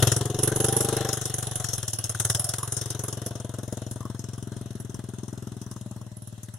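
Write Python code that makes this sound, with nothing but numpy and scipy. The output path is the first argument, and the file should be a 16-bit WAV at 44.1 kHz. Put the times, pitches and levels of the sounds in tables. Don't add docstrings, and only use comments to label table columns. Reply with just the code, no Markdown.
import sys
import numpy as np
from scipy import signal
from scipy.fft import rfft, irfft, next_fast_len
from scipy.io import wavfile
from scipy.ndimage import uniform_filter1d, map_coordinates

SR = 44100
rng = np.random.default_rng(int(sys.argv[2]) if len(sys.argv) > 2 else 0)


def unload_wav(signal):
    wavfile.write(
        sys.argv[1],
        SR,
        np.round(np.clip(np.atleast_2d(signal).T, -1, 1) * 32767).astype(np.int16),
    )


N = 290178

# time_s, firings_per_s
ENGINE_SPEED = [(0.0, 21.17), (0.36, 22.62), (0.62, 24.25), (0.91, 25.06), (1.3, 23.48), (1.64, 22.89),
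                (1.93, 18.51), (2.07, 18.53), (2.37, 20.99), (2.99, 22.49), (3.42, 21.64), (4.06, 21.25),
                (4.45, 21.61), (5.1, 20.63), (5.44, 21.12), (6.17, 19.11), (6.58, 18.69)]
# time_s, effort_db
ENGINE_EFFORT = [(.03, 14.5), (.12, 9.5), (.33, 0.5), (.46, 5), (.53, 3.5), (.64, 4), (1, 6.5),
                 (1.18, -1.24), (2.08, -2.5), (2.25, -0.5), (2.37, -2), (2.48, -3), (3.75, 2.5), (5.6, 2),
                 (5.96, 1), (6.12, -3.5), (6.58, -1)]
# time_s, distance_m, heading (0 side, 1 rear quarter, 2 tail, 3+ far quarter)
DRIVE_PATH = [(0, 3, 0.28), (2.3, 2.03, 0.03), (2.9, 2.3, 0.34), (3.5, 3.94, 0.79), (3.8, 4.07, 0.75),
              (4.3, 4.2, 2), (5.55, 5.14, 2.17), (6.1, 6.8, 3.65), (6.58, 6, 4.1)]
# time_s, left_minus_right_db
BALANCE = [(0, 4), (.3, 2), (.75, 3.4), (1.25, 4), (1.75, 7.5), (2.25, 1), (2.75, 4.5), (3.25, 3.5),
           (3.8, 5), (6.58, 5)]
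# time_s, gain_db
THUMP_GAIN = [(.1, 0.5), (.33, 2.3), (.7, 1), (.9, -4.5), (1.05, -3), (1.2, 0), (1.6, 0), (1.95, -0.7),
              (2.15, -1), (2.25, 3.5), (2.36, 4), (2.46, -0.3), (3.4, -1), (5.6, -1.9), (6.1, 3), (6.55, 1)]
# time_s, gain_db
BARK_GAIN = [(0, -5.5), (.13, -4), (.22, 0), (.35, 2.5), (.65, 5), (1.02, -1.5), (1.22, -4.5), (1.75, -13),
             (2.35, -12.5), (2.7, -9), (3.27, -3.5), (4.3, -5.5), (5.97, -2.5), (6.12, -2.5), (6.58, -9.5)]
# time_s, extra_bark_db
HARD_FIRINGS = [(3.26, 3.5), (3.54, 0), (3.59, 4.5), (3.72, 6), (4.1, 2), (4.47, 2.5), (5.23, 4), (5.47, 4),
                (6.48, 4)]
# pitch_hz, width_hz, signed_strength
SIDE_MODES = [(159, 21, 0.19), (290, 67, -0.041), (431, 167, 0.77), (453.5, 58, -1.01), (600, 123, -0.16)]
QUARTER_MODES = [(195, 74, -0.67), (364, 90, 0.27), (498, 36, 0.2), (605, 44, 0.42), (686, 25, -0.22),
                 (927, 37, 0.08), (1100, 100, 0.01), (1350, 110, -0.06), (1550, 60, 0.1)]
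TAIL_MODES = [(203.3, 46, 0.78), (392.6, 57, -0.39), (595, 24, -0.19), (676, 15, 0.15), (926, 83, 0.047),
              (1120, 99, -0.041), (1360, 270, 0.077)]
FAR_MODES = [(190, 41, 1), (350, 140, -0.15), (589, 33, 0.28)]
# pitch_hz, width_hz, signed_strength
RETURN_MODES = [(220, 170, -0.2), (409, 51, 0.2)]
# frequency_hz, level_db
GAS_COLOUR = [(20, -4), (60, 10), (120, -14), (200, 6.5), (300, 13.5), (450, 1.5), (650, 0.5), (1000, 4),
              (2500, -115)]
# frequency_hz, left_db, right_db
CASING_COLOUR = [(210, -25.5, -5), (454, 5.5, 3.5), (740, 7, 2), (870, 0, -5), (1050, 0.5, -3.5),
                 (1505, 5, -1.5), (1987, -4, -6), (2385, -4, -1.5), (2940, -52, -53)]
FIN_COLOUR = [(1770, -43, -35), (2440, -6.5, -11), (2760, -4, -4.5), (2970, 0.5, -2), (3670, 1.5, -3),
              (3950, 0.5, -34), (4800, -5.5, -16), (5500, -32, -43)]
FRAME_COLOUR = [(695, -24, -30), (920, -6, -9), (1100, 0, -3), (1200, -2, -7), (1400, -10, -14),
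                (1900, -27, -29)]
SHEET_COLOUR = [(4000, -39, -14.5), (5130, -34, 0), (5100, 1.5, -1), (5750, 2.5, -3), (6280, 6, -6),
                (6900, 2.5, -10), (7620, -4, -6), (8000, -4, -14), (9130, 3, -5), (10500, -13, -36),
                (11540, -5.5, -5), (12400, -26, -16.5), (14600, -21, -33), (15000, -32, -19)]
JINGLE_COLOUR = [(7400, -27, -32), (9400, -10.5, -10), (10080, -2.5, -10), (10270, -26, 3.5),
                 (10680, -3, 1.5), (10880, -19, 1), (11550, -12, -19), (13200, -28, -23), (16200, -41, -41)]
KNOCK_COLOUR = [(920, -7, -5), (1420, 11.5, 3), (2030, 5.5, 3.5), (2460, -1, 1.5), (3120, 8.5, 1),
                (4700, 4, -10), (5900, -27, -29), (8900, -1, -8), (15500, -11, -9)]
SLAP_COLOUR = [(1000, -30, -32), (1590, -6, -7), (2360, -12.5, -14), (3370, -1, -4), (4550, -9, -19),
               (5600, 4, -1), (6900, -3, -9), (8050, -5, -8), (9600, 7, 5.5), (11000, 2, -2),
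               (12500, -12, -7), (13500, -9, -9), (15600, -20, -20)]
TAPPET_COLOUR = [(900, -25, -28), (1500, 0, 2), (2400, -18, -10), (3300, 3, -2), (4600, -14, -18),
                 (5800, 1, -5), (7900, 3, -1), (10500, 2, 4), (12600, -13, -9), (15500, -22, -21)]
# time_s, jingle_db, sheet_db
LOOSE_JOLTS = [(0.022, -23.5, -34), (0.07, -31, -30), (.118, -25.5, -29), (.162, -27, -37),
               (.385, -32.5, -44), (0.431, -19.5, -37.5), (0.473, -22.5, -41), (0.557, -22, -46),
               (0.6, -26.5, -38), (0.641, -25.5, -31.5), (.682, -33, -32.5), (.723, -27, -47),
               (0.764, -22.5, -32), (0.805, -25, -30), (0.846, -32, -43), (0.886, -36, -30.5),
               (1.088, -47, -34), (1.129, -31, -31), (1.214, -51, -33.5), (1.257, -35, -34),
               (1.343, -33.5, -43), (1.385, -31, -50), (1.427, -39, -37), (1.555, -30, -52),
               (1.598, -35, -56), (1.642, -55, -32), (1.686, -52, -38.5), (1.732, -35, -30),
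               (1.879, -33, -32), (1.93, -31.5, -37), (1.984, -35.5, -57), (2.038, -35, -33),
               (2.091, -28.5, -37), (2.197, -31.5, -29.5), (2.247, -30, -32.5), (2.297, -26, -28),
               (2.346, -29, -31), (2.392, -23.5, -41), (2.44, -27.5, -36), (2.487, -32, -32),
               (2.535, -40, -36), (2.581, -33, -42), (2.627, -30.5, -46), (2.72, -34, -33.5),
               (2.766, -41, -33), (2.812, -41, -35.5), (2.9, -39, -34.5), (2.99, -46, -41),
               (3.035, -31.5, -62), (3.26, -34, -36.5), (3.08, -38, -55), (3.125, -50, -39.5),
               (3.63, -48, -55), (3.722, -50, -42), (3.77, -59, -49), (3.909, -40.5, -44),
               (4.189, -63, -45.5), (4.33, -67, -48), (4.797, -41, -61), (4.94, -83, -47),
               (5.61, -64, -45.5), (5.708, -47, -48), (6.17, -47, -70), (6.22, -46, -70),
               (6.27, -44.5, -69), (6.43, -47, -49), (6.54, -45, -72)]
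# time_s, level_db
GRASS_BUMPS = [(2.62, -48.5), (3.06, -53), (3.52, -53), (4.05, -49.5), (4.36, -57), (5.73, -56),
               (5.97, -56.5)]
# time_s, level_db
KNOCK_FIRINGS = [(.022, -28.5), (.07, -35.5), (.118, -38), (.473, -42), (.6, -41), (.641, -38),
                 (.806, -41.5), (1.641, -45), (2.198, -36.5), (2.249, -40), (2.298, -34.5), (2.346, -38),
                 (2.535, -41), (6.48, -56.5)]
# cycle_fraction, level_db
VALVE_TAPS = [(.21, 0), (0.571, -4.5), (0.652, -9), (.93, -11)]
# firing_rate_multiple, level_db
FAN_LINES = [(29, -13), (30, -11), (32, 0)]
# time_s, level_db
FAN_LEVEL = [(0, -47), (.53, -47), (.64, -40), (.95, -39), (1.12, -43), (1.2, -51.5), (1.65, -50.5),
             (1.8, -61), (2.4, -58), (3.3, -58), (4.2, -64), (6.58, -71)]
# start_s, level_db
CLANK_BLOWS = [(.476, -28), (.809, -30), (.93, -31), (2.149, -25), (2.202, -31), (2.3, -31)]
# pitch_hz, level_db, t60_s
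CLANK_MODES = [(1210, -7, .018), (1453, 0, .022), (1610, -5, .018), (3144, -16, .025)]
# pitch_hz, width_hz, strength
GROAN_TONES = [(587, 28, 0.99), (689, 25, 1), (738, 26, 0.92)]
# frequency_hz, t60_s
YARD_DECAY = [(100, 0.089), (1000, 0.072), (10000, 0.73)]
# frequency_hz, level_db
AIR_COLOUR = [(20, -16), (60, -3), (200, -2.5), (1000, -19), (2300, -19.5), (3500, -20.5), (9000, -22),
              (12500, -29), (15000, -50)]
WIND_COLOUR = [(15, 0), (30, -4), (45, -7), (150, -38)]

CRUISE_HZ = 21
TIME_S = np.arange(N) / SR
BURST_MS = np.arange(SR // 8) * 1000 / SR
PULSE_HZ = np.fft.rfftfreq(SR // 10, 1 / SR)


def exhaust(firings):
    at_firing = np.maximum(firings, 0)
    tracks = curves(ENGINE_SPEED) + curves(BARK_GAIN) + curves(DRIVE_PATH)
    rate_hz, bark_db, _, heading = (track[at_firing, None] for track in tracks)
    thump = amp(curves(THUMP_GAIN)[0]) * muffler_thump(firings, rate_hz, bark_db)
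    bark = amp(-1.4) * pipe_bark(firings, rate_hz, heading)
    gusts = bursts(firings, 1.3, rise_ms=4, fall_ms=18, tail=(-26, 48), valve_db=-35, scatter_db=.5)
    gas = amp(-14) * noise(GAS_COLOUR, gusts, patchy_db=2.5, apart_hz=724)
    level = loudness(-34.5, per_effort=1, rev_db=-.27, hidden_db=-1)
    return level * (thump + amp(curves(BARK_GAIN)[0]) * (bark + gas))


def muffler_thump(firings, rate_hz, bark_db):
    heat = 1 + .0035 * (bark_db - bark_db.mean())
    ring_hz = 117 * heat * (rate_hz / CRUISE_HZ) ** .4
    width_hz = 27 * (rate_hz / CRUISE_HZ) ** 2
    ring = -resonance(PULSE_HZ, ring_hz, width_hz) * resonance(PULSE_HZ, 105, 88)
    return unit(train(firings, irfft(ring * delay(PULSE_HZ, 3.22)), scatter_db=.5))


def pipe_bark(firings, rate_hz, heading, brightness_hz=1250):
    lift = (rate_hz / 24.08) ** .89
    returned = amp(-9.5) * pipe_response(PULSE_HZ, RETURN_MODES, 13.38)
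    views = [pipe_response(PULSE_HZ / lift, SIDE_MODES, .87, suck_ms=10.91, suck=.46) + returned,
             pipe_response(PULSE_HZ, QUARTER_MODES, 3.44, suck_ms=18, suck=.013),
             pipe_response(PULSE_HZ, TAIL_MODES, 1.41, suck_ms=9.84, suck=.072),
             pipe_response(PULSE_HZ, FAR_MODES, 1.51, suck_ms=8.75, suck=.25)]
    heading = np.clip(heading, 0, len(views) - 1)
    blend = sum(np.maximum(1 - abs(heading - k), 0) * view for k, view in enumerate(views))
    puffs = irfft(blend * np.exp(-(PULSE_HZ / brightness_hz) ** 2))
    puffs /= np.linalg.norm(puffs, axis=1, keepdims=True)
    extra_db = sum(db * (abs(firings[:, None] / SR - s) < .5 / rate_hz) for s, db in HARD_FIRINGS)
    return unit(train(firings, amp(extra_db) * puffs, scatter_db=1.1))


def pipe_response(f, modes, blow_ms, suck_ms=0, suck=0):
    body = sum(strength * resonance(f, hz, width) for hz, width, strength in modes)
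    response = body * (delay(f, blow_ms) - suck * delay(f, suck_ms))
    return response / np.linalg.norm(response, axis=-1, keepdims=True)


def metal_rattle(firings):
    grain = lambda depth_db: amp(depth_db * wobble(1400))
    casing = grain(2.5)
    casing *= bursts(firings, .4, rise_ms=4.1, fall_ms=10, tail=(-12, 42), valve_db=-37, scatter_db=2)
    fins = grain(1)
    fins *= bursts(firings, -.49, rise_ms=4.9, fall_ms=4.84, tail=(-14.5, 37.7),
                   valve_db=-24, scatter_db=3)
    frame = bursts(firings, 1.8, rise_ms=3, fall_ms=4.3, tail=(-20.5, 36), valve_db=-33, scatter_db=.5)
    sheet = grain(1)
    sheet *= bursts(firings, .4, rise_ms=2.8, fall_ms=4.8, tail=(-15.5, 26), valve_db=-17, scatter_db=1)
    jingle = bursts(firings, 1, rise_ms=2.4, fall_ms=4.4, tail=(-17, 24), valve_db=-21, scatter_db=.8)

    jingle_jolts, sheet_jolts = accents(LOOSE_JOLTS)
    bumps = sum(amp(db) * bell(s, width_s=.088) for s, db in GRASS_BUMPS)
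    fitful = lambda depth_db: amp(depth_db * wobble(CRUISE_HZ))
    casing_gain = loudness(-44.5, per_effort=1, rev_db=.82, hidden_db=9)
    fin_gain = loudness(-47.5, per_effort=1.27, rev_db=.3, hidden_db=11.5)
    frame_gain = loudness(-56.5, per_effort=.59, rev_db=1, hidden_db=5)
    sheet_gain = fitful(2) * loudness(-39.5, per_effort=1, rev_db=-.17, hidden_db=13.5)
    jingle_gain = fitful(3) * loudness(-45.5, per_effort=.6, rev_db=.3, hidden_db=17)
    return (casing_gain * noise(CASING_COLOUR, casing, patchy_db=2)
            + fin_gain * noise(FIN_COLOUR, fins, patchy_db=2.5)
            + np.hypot(frame_gain, bumps) * noise(FRAME_COLOUR, frame, patchy_db=4.5)
            + np.hypot(sheet_gain, amp(-3.5) * sheet_jolts) * noise(SHEET_COLOUR, sheet, 3.5)
            + np.hypot(jingle_gain, amp(-5.5) * jingle_jolts) * noise(JINGLE_COLOUR, jingle, 3.5))


def cylinder_knock(firings):
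    crack = bursts(firings, .9, rise_ms=3.2, fall_ms=4.5, tail=(-34, 20), valve_db=-38, scatter_db=0)
    return accents(KNOCK_FIRINGS) * noise(KNOCK_COLOUR, crack, patchy_db=3)


def piston_slap(firings):
    contacts = firings + (.0005 * SR * rng.standard_normal(len(firings))).astype(int)
    slap = bursts(contacts, 2.5, rise_ms=1, fall_ms=2.2, tail=(-20, 18), valve_db=-20, scatter_db=2.5)
    level = loudness(-45.5, per_effort=.45, rev_db=-.3, hidden_db=11.5)
    return level * noise(SLAP_COLOUR, slap, patchy_db=4)


def tappets(firings, fall_ms=1.5, jitter_ms=1.2):
    period = SR / curves(ENGINE_SPEED)[0][np.maximum(firings, 0)]
    taps = np.zeros(N)
    for fraction, db in VALVE_TAPS:
        slack = jitter_ms * SR / 1000 * rng.standard_normal(len(firings))
        strikes = (firings + fraction * period + slack).astype(int)
        taps += train(strikes, amp(db) * np.exp(-BURST_MS / fall_ms), scatter_db=3.5)
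    level = loudness(-50, per_effort=.7, rev_db=.6, hidden_db=11)
    return level * noise(TAPPET_COLOUR, unit(taps), patchy_db=4)


def fan_whine(cycles):
    phase = 2 * np.pi * cycles
    lines = sum(amp(db + wobble(15)) * np.sin(k * phase + .22 * wobble(30)) for k, db in FAN_LINES)
    flutter = 1 + .25 * wobble(130)
    duck = 1 - .5 * np.sin(phase)
    return amp(curves(FAN_LEVEL)[0]) * unit(lines * flutter * duck)


def drive_clanks():
    t, out = np.arange(SR // 5) / SR, np.zeros(N + SR)
    attack = 1 - np.exp(-t / .001)
    for start_s, db in CLANK_BLOWS:
        for hz, mode_db, t60_s in CLANK_MODES:
            scatter_db, detune, phase = rng.standard_normal(3) * [2, .004, np.pi]
            ring = np.exp(-np.log(1000) * t / t60_s) * np.sin(2 * np.pi * hz * (1 + detune) * t + phase)
            out[round(start_s * SR):][:len(t)] += amp(db + mode_db + scatter_db) * attack * ring
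    return out[:N]


def groan():
    peaks = lambda f: sum(strength * resonance(f, hz, width) ** 2 for hz, width, strength in GROAN_TONES)
    tones = unit(filtered(rng.standard_normal(N), peaks))
    return amp(-44.5) * tones * bell(2.446, width_s=.092)


def yard_echo(x):
    hz, t, spectrum = signal.stft(rng.standard_normal((2, SR // 3)), SR, nperseg=256)
    t60_s = np.interp(hz, *np.transpose(YARD_DECAY))[:, None]
    tail = signal.istft(spectrum * np.exp(-np.log(1000) * t / t60_s), SR, nperseg=256)[1]
    return amp(-21) * signal.fftconvolve(x, tail / np.linalg.norm(tail[0]), axes=1)[:, :N]


def outdoor_air():
    return amp(-55.5) * noise(AIR_COLOUR, amp(.69 * wobble(2.73)), patchy_db=-3, apart_hz=100)


def microphone_wind(fade_db_per_s=5.5):
    rumble = noise(WIND_COLOUR, amp(1.8 * wobble(3.3)), patchy_db=1, apart_hz=10)
    return amp(-51 - fade_db_per_s * TIME_S) * rumble


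def loudness(base_db, per_effort, rev_db, hidden_db):
    distance_m, heading = curves(DRIVE_PATH)
    drive_db = per_effort * curves(ENGINE_EFFORT)[0] + rev_db * (curves(ENGINE_SPEED)[0] - CRUISE_HZ)
    return amp(base_db + drive_db - hidden_db * np.minimum(heading, 1)) * 2.5 / distance_m


def bursts(firings, start_ms, rise_ms, fall_ms, tail, valve_db, scatter_db):
    def blow(at_ms, decay_ms):
        age_ms = np.maximum(BURST_MS - at_ms, 0)
        return (1 - np.exp(-(age_ms / rise_ms) ** 2)) * np.exp(-age_ms / decay_ms)
    tail_db, tail_ms = tail
    main = train(firings, blow(start_ms, fall_ms), scatter_db)
    ring_out = train(firings, amp(tail_db) * blow(start_ms, tail_ms), scatter_db / 2)
    valve = train(firings, amp(valve_db) * blow(25, fall_ms), scatter_db)
    return unit(np.sqrt(main ** 2 + ring_out ** 2 + valve ** 2))


def train(firings, shapes, scatter_db):
    sized = shapes * amp(scatter_db * rng.standard_normal((len(firings), 1)))
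    places = firings[:, None] + np.arange(sized.shape[1])
    return np.bincount(places[places >= 0], sized[places >= 0])[:N]


def accents(rows):
    gain = np.zeros((len(rows[0]) - 1, N))
    for s, *levels_db in rows:
        gain[:, max(int((s - .008) * SR), 0):int((s + .036) * SR)] = amp(levels_db)[:, None]
    return gain


def noise(points, swell, patchy_db, apart_hz=3600):
    spectrum = signal.stft(rng.standard_normal((2, N)), nperseg=512)[2]
    patches = uniform_filter1d(rng.standard_normal(spectrum.shape[1:]), size=6, axis=0)
    patches = uniform_filter1d(patches, size=14, axis=1)
    pair = signal.istft(spectrum * amp(patchy_db * patches / patches.std()), nperseg=512)[1][:, :N]
    spread = lambda hz: np.arccos(1 / (1 + (hz / apart_hz) ** 2)) / 2
    mid, side = filtered(pair * swell, lambda hz: np.array([np.cos(spread(hz)), np.sin(spread(hz))]))
    return unit(filtered(np.array([mid + side, mid - side]), lambda hz: colour(points, hz)))


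def colour(points, hz):
    f, *columns = np.transpose(points)
    return amp([np.interp(np.log(hz + 1), np.log(f), column) for column in columns])


def curves(rows):
    s, *columns = np.transpose(rows)
    return [np.interp(TIME_S, s, column) for column in columns]


def bell(centre_s, width_s):
    return np.exp(-((TIME_S - centre_s) / width_s) ** 2)


def wobble(rate):
    return map_coordinates(rng.standard_normal(int(N * rate / SR) + 4), [TIME_S * rate])


def filtered(x, response):
    size = next_fast_len(N + SR // 2)
    return irfft(rfft(x, size) * response(np.fft.rfftfreq(size, 1 / SR)), size)[..., :N]


def resonance(f, centre_hz, width_hz):
    return 1j * f * width_hz / (centre_hz ** 2 - f * f + 1j * f * width_hz)


def delay(f, ms):
    return np.exp(-2j * np.pi * f * ms / 1000)


def amp(db):
    return 10 ** (np.asarray(db) / 20)


def unit(x):
    return x / np.sqrt(np.mean(np.atleast_2d(x).mean(axis=0) ** 2) + 1e-20)


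def scene():
    cycles = .517 + np.cumsum(curves(ENGINE_SPEED)[0]) / SR
    firings = np.flatnonzero(np.diff(np.floor(cycles)))
    firings = np.append(2 * firings[0] - firings[1], firings)
    pan_db = curves(BALANCE)[0]
    sides = amp(np.array([pan_db, -pan_db]) / 2)
    tractor = (exhaust(firings) + fan_whine(cycles) + drive_clanks() + groan()) * sides / sides.mean(0)
    tractor += metal_rattle(firings) + cylinder_knock(firings) + piston_slap(firings) + tappets(firings)
    return tractor + outdoor_air() + yard_echo(tractor) + microphone_wind()


def record(dry):
    port = lambda f: (1 - .87 * resonance(f, 2310, 520)) * (1 - .84 * resonance(f, 4680, 480))
    return filtered(dry, lambda f: port(f) * (f < 15900))


dry = scene()
out = record(dry)
unload_wav(out)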